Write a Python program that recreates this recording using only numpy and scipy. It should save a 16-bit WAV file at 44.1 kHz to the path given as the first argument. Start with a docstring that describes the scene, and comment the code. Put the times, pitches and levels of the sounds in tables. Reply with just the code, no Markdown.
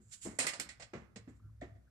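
"""A thin blade scrapes along a cord hung from a metal stand as a fencer lunges on a patio.
The blade clacks against the stand and rattles on it ever more weakly, leaving the steel ringing,
while feet and the stand's base thud on the tiles. The house wall answers; a low drone and a few
faint far chirps lie underneath."""
import sys
import numpy as np
from scipy import signal
from scipy.fft import rfft, irfft, next_fast_len
from scipy.io import wavfile
from scipy.ndimage import map_coordinates

SR = 44100
rng = np.random.default_rng(int(sys.argv[2]) if len(sys.argv) > 2 else 0)


def bounce(signal):
    """Save signal as a 16-bit WAV file at the path given by the first command-line argument."""
    frames = np.transpose(np.atleast_2d(signal))
    limited = np.clip(frames, -1, 1)
    pcm = np.round(limited * 32767).astype(np.int16)
    wavfile.write(sys.argv[1], SR, pcm)


N = 83790
T = np.arange(N) / SR
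LEFT_LAG_S = 0.00018


def amp(db):
    """Decibels to gain."""
    return 10 ** (np.asarray(db) / 20)


def decay(t, t60_s):
    """Exponential fall, 60 dB in t60_s."""
    return amp(-60 * t / t60_s)


def unit_rms(x):
    """Scale to rms 1."""
    return x / np.sqrt(np.mean(x ** 2) + 1e-20)


def curve_at(points, hz):
    """Interpolate (f/Hz, value) points on a log axis."""
    point_hz, values = np.transpose(points)
    return np.interp(np.log(hz + 0.0015), np.log(point_hz), values)


def wobble(rate_hz):
    """Smooth random curve with rate_hz knots a second."""
    return map_coordinates(rng.standard_normal(N // 4), [T * rate_hz + 2], mode="wrap")


def pan(pan_db):
    """Stereo gains for a left-minus-right level."""
    return amp(np.array([[0.5], [-0.5]]) * pan_db)


def add(out, start_s, sound):
    """Mix a sound in at start_s."""
    start = round(start_s * SR)
    out[:, start:start + sound.shape[1]] += sound[:, :N - start]


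def mode(t, hz, t60_s, pan_db):
    """One damped vibration, slightly later on the left."""
    t = np.maximum(t - np.array([[LEFT_LAG_S], [0]]), 0)
    return decay(t, t60_s) * np.sin(2 * np.pi * hz * t) * pan(pan_db)


# left-right likeness: f/Hz, correlation
COHERENCE = [(100, 0.82), (300, .94), (600, .92), (1200, 0.42), (2500, 0.23), (5000, .3), (8300, 0.2)]
def shaped_noise(envelope, spectrum, pan_db):
    """Enveloped stereo noise rung through a minimum-phase filter, at the envelope's rms before panning."""
    size = len(envelope)
    n_fft = 2 * next_fast_len(size // 2 + 2048)
    hz = np.fft.rfftfreq(n_fft, 1 / SR)
    cepstrum = irfft(np.log(amp(curve_at(spectrum, hz))))
    causal = np.r_[1, np.full(n_fft // 2 - 1, 2), np.zeros(n_fft // 2)]
    response = np.exp(rfft(cepstrum * causal))
    mid, side = rfft(rng.standard_normal((2, size)) * envelope, n_fft) * response
    width = np.arccos(curve_at(COHERENCE, hz)) / 2
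    mid, side = mid * np.cos(width), side * np.sin(width)
    left = (mid + side) * np.exp(-2j * np.pi * hz * LEFT_LAG_S)
    stereo = irfft([left, mid - side])[:, :size]
    return unit_rms(stereo) * np.sqrt(np.mean(envelope ** 2)) * pan(pan_db)


# air spectrum: f/Hz, level/dB
AIR_SPECTRUM = [(150, -1), (220, 0), (400, -18.5), (520, -13), (900, -20), (1450, -13.5),
                (2900, -25.5), (7100, -25.5), (14000, -31.5)]
def air():
    """Still air: a faint, steady noise."""
    return shaped_noise(np.full(N, amp(-77)), AIR_SPECTRUM, pan_db=-1.5)


# drone envelopes: t/s, upper/dB, lower/dB
DRONE_LEVELS = [(0.0, -79, -76), (0.074, -58.5, -66), (0.19, -92, -71), (0.28, -55, -57), (0.312, -79, -68),
                (0.444, -62.5, -77), (0.522, -74, -72.5), (0.84, -64.5, -62.5), (0.888, -80, -74),
                (0.952, -68, -69), (1.004, -68.5, -61.5), (1.136, -67, -76), (1.168, -53.5, -67.5),
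                (1.418, -68, -64.5), (1.46, -51, -54.5), (1.502, -60, -66.5), (1.766, -58, -59.5),
                (1.9, -66, -73)]
# rumble spectrum: f/Hz, level/dB
RUMBLE_SPECTRUM = [(25, -36), (42, -20.5), (56, 6.5), (85, -4), (115, 3.5), (150, -7), (250, -18.5),
                   (380, -26.5), (900, -53)]
def drone(upper_hz=105.2, lower_hz=65.3, waver_rad=0.9):
    """Two wavering low tones in a rumble that swells with the lower one."""
    times_s, upper_db, lower_db = np.transpose(DRONE_LEVELS)
    upper = amp(np.interp(T, times_s, upper_db))
    lower = amp(np.interp(T, times_s, lower_db))
    tones = np.zeros(N)
    for hz, envelope in ((upper_hz, upper), (lower_hz, lower)):
        flutter = amp(4.9 * wobble(7.4))
        phase = 2 * np.pi * hz * T + waver_rad * wobble(11)
        tones += envelope * unit_rms(flutter * np.sin(phase))
    return amp(-2) * tones + shaped_noise(amp(-1) * lower, RUMBLE_SPECTRUM, pan_db=4)


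# far chirps: t/s, length/s, f/Hz, level/dB
FAR_CHIRPS = [(1.394, 0.016, 1200, -70), (1.416, 0.083, 1360, -75), (1.482, 0.028, 1130, -75.5),
              (1.865, .03, 1520, -74.5)]
def far_chirps():
    """Short, faint tones with a jittering pitch."""
    out = np.zeros(N)
    for start_s, length_s, hz, db in FAR_CHIRPS:
        swell = np.sin(np.pi * np.clip((T - start_s) / length_s, 0, 1))
        out += amp(db) * swell * np.sin(2 * np.pi * hz * T + 1.2 * wobble(390))
    return out


# patio decay: f/Hz, t60/s
PATIO_T60 = [(100, 0.97), (400, 0.74), (1200, 0.6), (2000, 0.41), (5000, 0.44), (8000, 0.26), (14000, 0.15)]
# reverb send: f/Hz, level/dB
PATIO_SPECTRUM = [(100, -9.5), (500, -16.5), (1200, -8.5), (2000, -12), (5000, -16.5), (10000, -20)]
def patio_reverb(x, delay_s=0.013):
    """Walls and paving answer with a tail whose treble dies first."""
    hz, t, noise = signal.stft(rng.standard_normal((2, SR)), SR, nperseg=256)
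    fade = decay(t, curve_at(PATIO_T60, hz)[:, None])
    energy = SR * np.mean(fade ** 2, axis=1, keepdims=True)
    gain = amp(curve_at(PATIO_SPECTRUM, hz))[:, None] / np.sqrt(energy)
    tail = signal.istft(noise * fade * gain, SR, nperseg=256)[1]
    tail = np.pad(tail, ((0, 0), (round(delay_s * SR), 0)))
    return signal.fftconvolve(x, tail, axes=1)[:, :N]


def wall_reflections(x, count=8, total_db=-10, highpass_hz=800):
    """Early echoes off house wall and paving colour the treble differently on each side."""
    taps = np.zeros((2, SR // 10))
    for side in taps:
        delays_s = rng.uniform(0.004, 0.028, count)
        side[(delays_s * SR).astype(int)] = rng.choice([-1, 1], count) * amp(total_db) / np.sqrt(count)
    treble = signal.sosfilt(signal.butter(2, highpass_hz, "high", fs=SR, output="sos"), x)
    return signal.fftconvolve(treble, taps, axes=1)[:, :N]


# base landings: t/s, relative level/dB
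BASE_KNOCKS = [(1.611, -41), (1.685, -63), (1.75, -65)]
# base resonances: f/Hz, level/dB
BASE_SPECTRUM = [(200, -19), (420, -24.5), (510, -7), (570, -7.5), (680, 4.5), (750, -4), (860, -32),
                 (1200, -25.5), (1650, -20), (1830, -5), (2200, -15.5), (2700, -40.5), (3300, -22.5),
                 (5000, -34.5), (7700, -29.5), (9500, -57), (14000, -61)]
def base_knocks(rise_s=0.0015):
    """The stand's base rocks back onto the tiles with a hollow knock."""
    out, t = np.zeros((2, N)), T[:SR // 3]
    blow = (1 - np.exp(-t / rise_s)) * decay(t, t60_s=0.15)
    for start_s, db in BASE_KNOCKS:
        add(out, start_s, shaped_noise(amp(db - 2.5) * blow, BASE_SPECTRUM, pan_db=-4))
    return out


# thump spectrum: f/pitch, level/dB
THUMP_SPECTRUM = [(.1, -32), (.45, -5.5), (.75, -10), (1, -1.5), (1.25, -6.5), (1.7, -16), (4, -49.5),
                  (12, -60.5)]
def thump(t, rise, pitch_hz):
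    """A dull impact: a band of noise and a damped tone at one pitch."""
    spectrum = [(pitch_hz * ratio, db) for ratio, db in THUMP_SPECTRUM]
    noise = shaped_noise(rise * decay(t, t60_s=0.2), spectrum, pan_db=-0.5)
    tone = rise * mode(t, pitch_hz, t60_s=0.13, pan_db=4.5)
    return amp(-3.5) * noise + amp(-1.5) * tone


# landings, levels relative: t/s, thump/dB, thump/Hz, slap/dB, slap/Hz, grit/dB, tube/dB
TILE_THUDS = [(0, -61, 211.8, -69, 365, -84, -109.5), (.253, -40, 328.6, -44.5, 644, -55, -64),
              (.268, -43, 205, -49, 441, -68, -72), (0.311, -49.5, 296, -58, 600, -65.5, -64.5),
              (.389, -55, 139.8, -43.5, 266.6, -58, -76.5), (0.442, -44.5, 277, -48, 489, -45, -66),
              (0.593, -46.5, 261, -53.5, 334, -63, -71), (0.659, -60, 224, -66, 293, -64, -66),
              (0.934, -41.5, 355, -46.5, 594.4, -49.5, -64), (0.952, -46.5, 147.2, -46, 229, -73, -80),
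              (1.018, -55, 199.6, -68, 456, -70.5, -81), (1.159, -48, 192, -53, 440, -65.5, -66.5),
              (1.275, -46, 249, -65.5, 555, -66.5, -76), (1.621, -45, 268, -49.5, 357, -59.5, -73.5)]
# spectra of grit and of the stand's tube (also struck by the blade): f/Hz, level/dB
GRIT_SPECTRUM = [(300, -9.5), (900, 5), (1600, 5), (2300, 3.5), (3200, -8), (5000, -12.5), (7700, -12.5),
                 (9500, -38), (14000, -47.5)]
TUBE_SPECTRUM = [(600, -17.5), (1400, -12.5), (1700, -9.5), (1870, 7.5), (2080, 6), (2280, 1), (2700, -15),
                 (4000, -35)]
def tile_thuds(rise_s=0.00075):
    """Weight lands on the tiles: a low thump, a hollow slap, grit and a shake of the stand's tube."""
    out, t = np.zeros((2, N)), T[:SR // 3]
    rise = 1 - np.exp(-t / rise_s)
    crunch = rise * decay(t, t60_s=0.27)
    for start_s, thump_db, thump_hz, slap_db, slap_hz, grit_db, tube_db in TILE_THUDS:
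        low = amp(thump_db) * thump(t, rise, thump_hz)
        slap = amp(slap_db) * thump(t, rise, slap_hz)
        grit = shaped_noise(amp(grit_db) * crunch, GRIT_SPECTRUM, pan_db=-9)
        tube = shaped_noise(amp(tube_db) * crunch, TUBE_SPECTRUM, pan_db=-0.5)
        add(out, start_s, low + slap + grit + tube)
    return amp(-0.5) * out


# strokes on the cord, levels relative: t/s, length/s, hiss/dB, rasp/dB
CORD_STROKES = [(0, 0.077, -70.5, -83), (0.079, 0.29, -63, -75), (0.11, 0.03, -49, -50),
                (0.21, 0.056, -46.5, -52), (.27, 0.048, -79, -65), (1.278, 0.018, -67, -83),
                (1.338, 0.036, -79, -85)]
# scrape spectra: f/Hz, level/dB
HISS_SPECTRUM = [(3000, -37), (6000, -23.5), (6900, -6), (7350, -3), (8100, -8.5), (9000, -26.5),
                 (11000, -25), (14000, -40)]
RASP_SPECTRUM = [(400, -23.5), (1100, -12.5), (1500, -2.5), (2300, 1), (3300, 0.5), (5500, 3.5),
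                 (9000, 6.5), (12000, -19.5), (14000, -35)]
def cord_scrapes(attack_s=0.021, roughness_db=0.5):
    """The edge slides over the cord's fibres: a grainy hiss in the blade above a broad rasp."""
    hiss_envelope, rasp_envelope = np.zeros((2, N))
    for start_s, length_s, hiss_db, rasp_db in CORD_STROKES:
        attack = np.clip((T - start_s) / attack_s, 0, 1)
        release = decay(np.maximum(T - start_s - length_s, 0), t60_s=0.1)
        hiss_envelope += amp(hiss_db) * attack * release
        rasp_envelope += amp(rasp_db) * attack * release
    fibres = amp(roughness_db * wobble(600))
    hiss = shaped_noise(hiss_envelope * fibres, HISS_SPECTRUM, pan_db=-6.5)
    rasp = shaped_noise(rasp_envelope * fibres, RASP_SPECTRUM, pan_db=-12)
    return amp(-5) * (hiss + rasp)


# the stand's steel modes: f/Hz, level/dB
STEEL_MODES = [(1818, -3.5), (1877, -5.5), (1913, -6.5), (2230, -7), (2497, -7.5), (3499, -6.5),
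               (4339, -6.5), (5245, -3)]
def steel_ring(t, spread_db=1.6):
    """The struck steel rings, each mode with a random strength and phase on each side."""
    ring = np.zeros((2, len(t)))
    for hz, db in STEEL_MODES:
        gain = amp(db + rng.normal(0, spread_db, (2, 1)))
        ring += gain * np.sin(2 * np.pi * (hz * t + rng.random((2, 1))))
    return ring * decay(t, t60_s=0.26) * pan(-7.5)


# hollow frame modes: f/Hz, level/dB, t60/s
FRAME_MODES = [(593, -5.5, .11), (673, -3.5, 0.18)]
# frame knock spectrum: f/Hz, level/dB
FRAME_SPECTRUM = [(100, -26), (400, -20), (530, -7.5), (620, -6), (700, -8), (800, -14), (1100, -15),
                  (2000, -30.5)]
def frame_knock(t, buzz):
    """The stand's frame answers a contact with a noisy knock and its hollow modes."""
    hollow = sum(amp(db) * mode(t, hz, t60_s, pan_db=-4) for hz, db, t60_s in FRAME_MODES)
    return shaped_noise(amp(-2) * buzz, FRAME_SPECTRUM, pan_db=-1) + amp(-9) * hollow


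# contacts, levels relative: t/s, crack/dB, tube/dB, ting/dB, knock/dB, rise/s, buzz t60/s, cutoff/Hz
BLADE_CONTACTS = [(0.387, -36.5, -63.5, -57, -39.5, 0.00024, 0.16, 11700),
                  (0.3893, -26.5, -18, -15.5, -36.5, 0.00044, 0.0029, 10730),
                  (.392, -30, -38.5, -28.5, -45, 0.0023, 0.28, 10420),
                  (0.4, -35.5, -38.5, -40.5, -46, 0.0006, .22, 9310),
                  (.467, -30.5, -29, -33, -52, 0.0005, 0.16, 12020),
                  (0.485, -35.5, -36.5, -65, -76, .001, 0.13, 7860),
                  (.534, -39, -51, -46.5, -48.5, 0.001, 0.15, 9000),
                  (0.5973, -32, -45.5, -39, -55, 0.0007, 0.13, 12900),
                  (0.689, -43.5, -42, -58, -91, 0.002, 0.15, 10200),
                  (.797, -47.5, -48, -50, -49.5, 0.0041, 0.18, 7900),
                  (0.821, -42, -56, -62, -59, 0.0021, 0.1, 8100),
                  (1.158, -44, -51, -46.5, -57, 0.0042, .11, 7800)]
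# spectra of the contact's crack and the blade's ting: f/Hz, level/dB
CRACK_SPECTRUM = [(150, -27.5), (500, -2), (1000, -6.5), (1500, 0), (2600, 4), (3200, -1.5), (3500, 0.5),
                  (3750, -3), (4000, 3.5), (4340, 2.5), (4650, 0.5), (5200, 3), (5500, -1), (6200, -2),
                  (7600, 5), (9000, -3), (10200, -11.5), (12500, -10.5), (14400, -19.5)]
TING_SPECTRUM = [(5500, -35.5), (7200, -4.5), (7900, -9.5), (8350, -2), (8700, -5.5), (9000, 0),
                 (9700, -17.5), (11000, -22.5), (14000, -38)]
def blade_clacks():
    """Each contact snaps, buzzes in tube and blade and rings the steel; glancing ones are duller."""
    out, t = np.zeros((2, N)), T[:SR * 2 // 3]
    snap = amp(-2) * decay(t, t60_s=0.018)
    for start_s, crack_db, tube_db, ting_db, knock_db, rise_s, t60_s, cutoff_hz in BLADE_CONTACTS:
        buzz = (1 - np.exp(-t / rise_s)) * (decay(t, t60_s) + snap)
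        ring = amp(crack_db - 26) * steel_ring(t)
        crack = shaped_noise(amp(crack_db - 5) * buzz, CRACK_SPECTRUM, pan_db=-9)
        tube = shaped_noise(amp(tube_db - 8) * buzz, TUBE_SPECTRUM, pan_db=-5.5)
        ting = shaped_noise(amp(ting_db - 5.5) * buzz, TING_SPECTRUM, pan_db=-0.4)
        knock = amp(knock_db) * frame_knock(t, buzz)
        lowpass = signal.butter(6, cutoff_hz, fs=SR, output="sos")
        add(out, start_s, signal.sosfilt(lowpass, crack + tube + ting + knock + ring))
    return out


def scene():
    """The lunge and its echoes over the quiet background."""
    lunge = blade_clacks() + tile_thuds() + base_knocks() + cord_scrapes()
    return lunge + wall_reflections(lunge) + patio_reverb(lunge) + drone() + far_chirps() + air()


def record(dry):
    """Brick-wall low-pass on the whole sound."""
    cutoff_hz = 14450
    n_fft = next_fast_len(N + SR // 4)
    passband = np.fft.rfftfreq(n_fft, 1 / SR) < cutoff_hz
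    return irfft(rfft(dry, n_fft) * passband, n_fft)[:, :N]


dry = scene()
out = record(dry)
bounce(out)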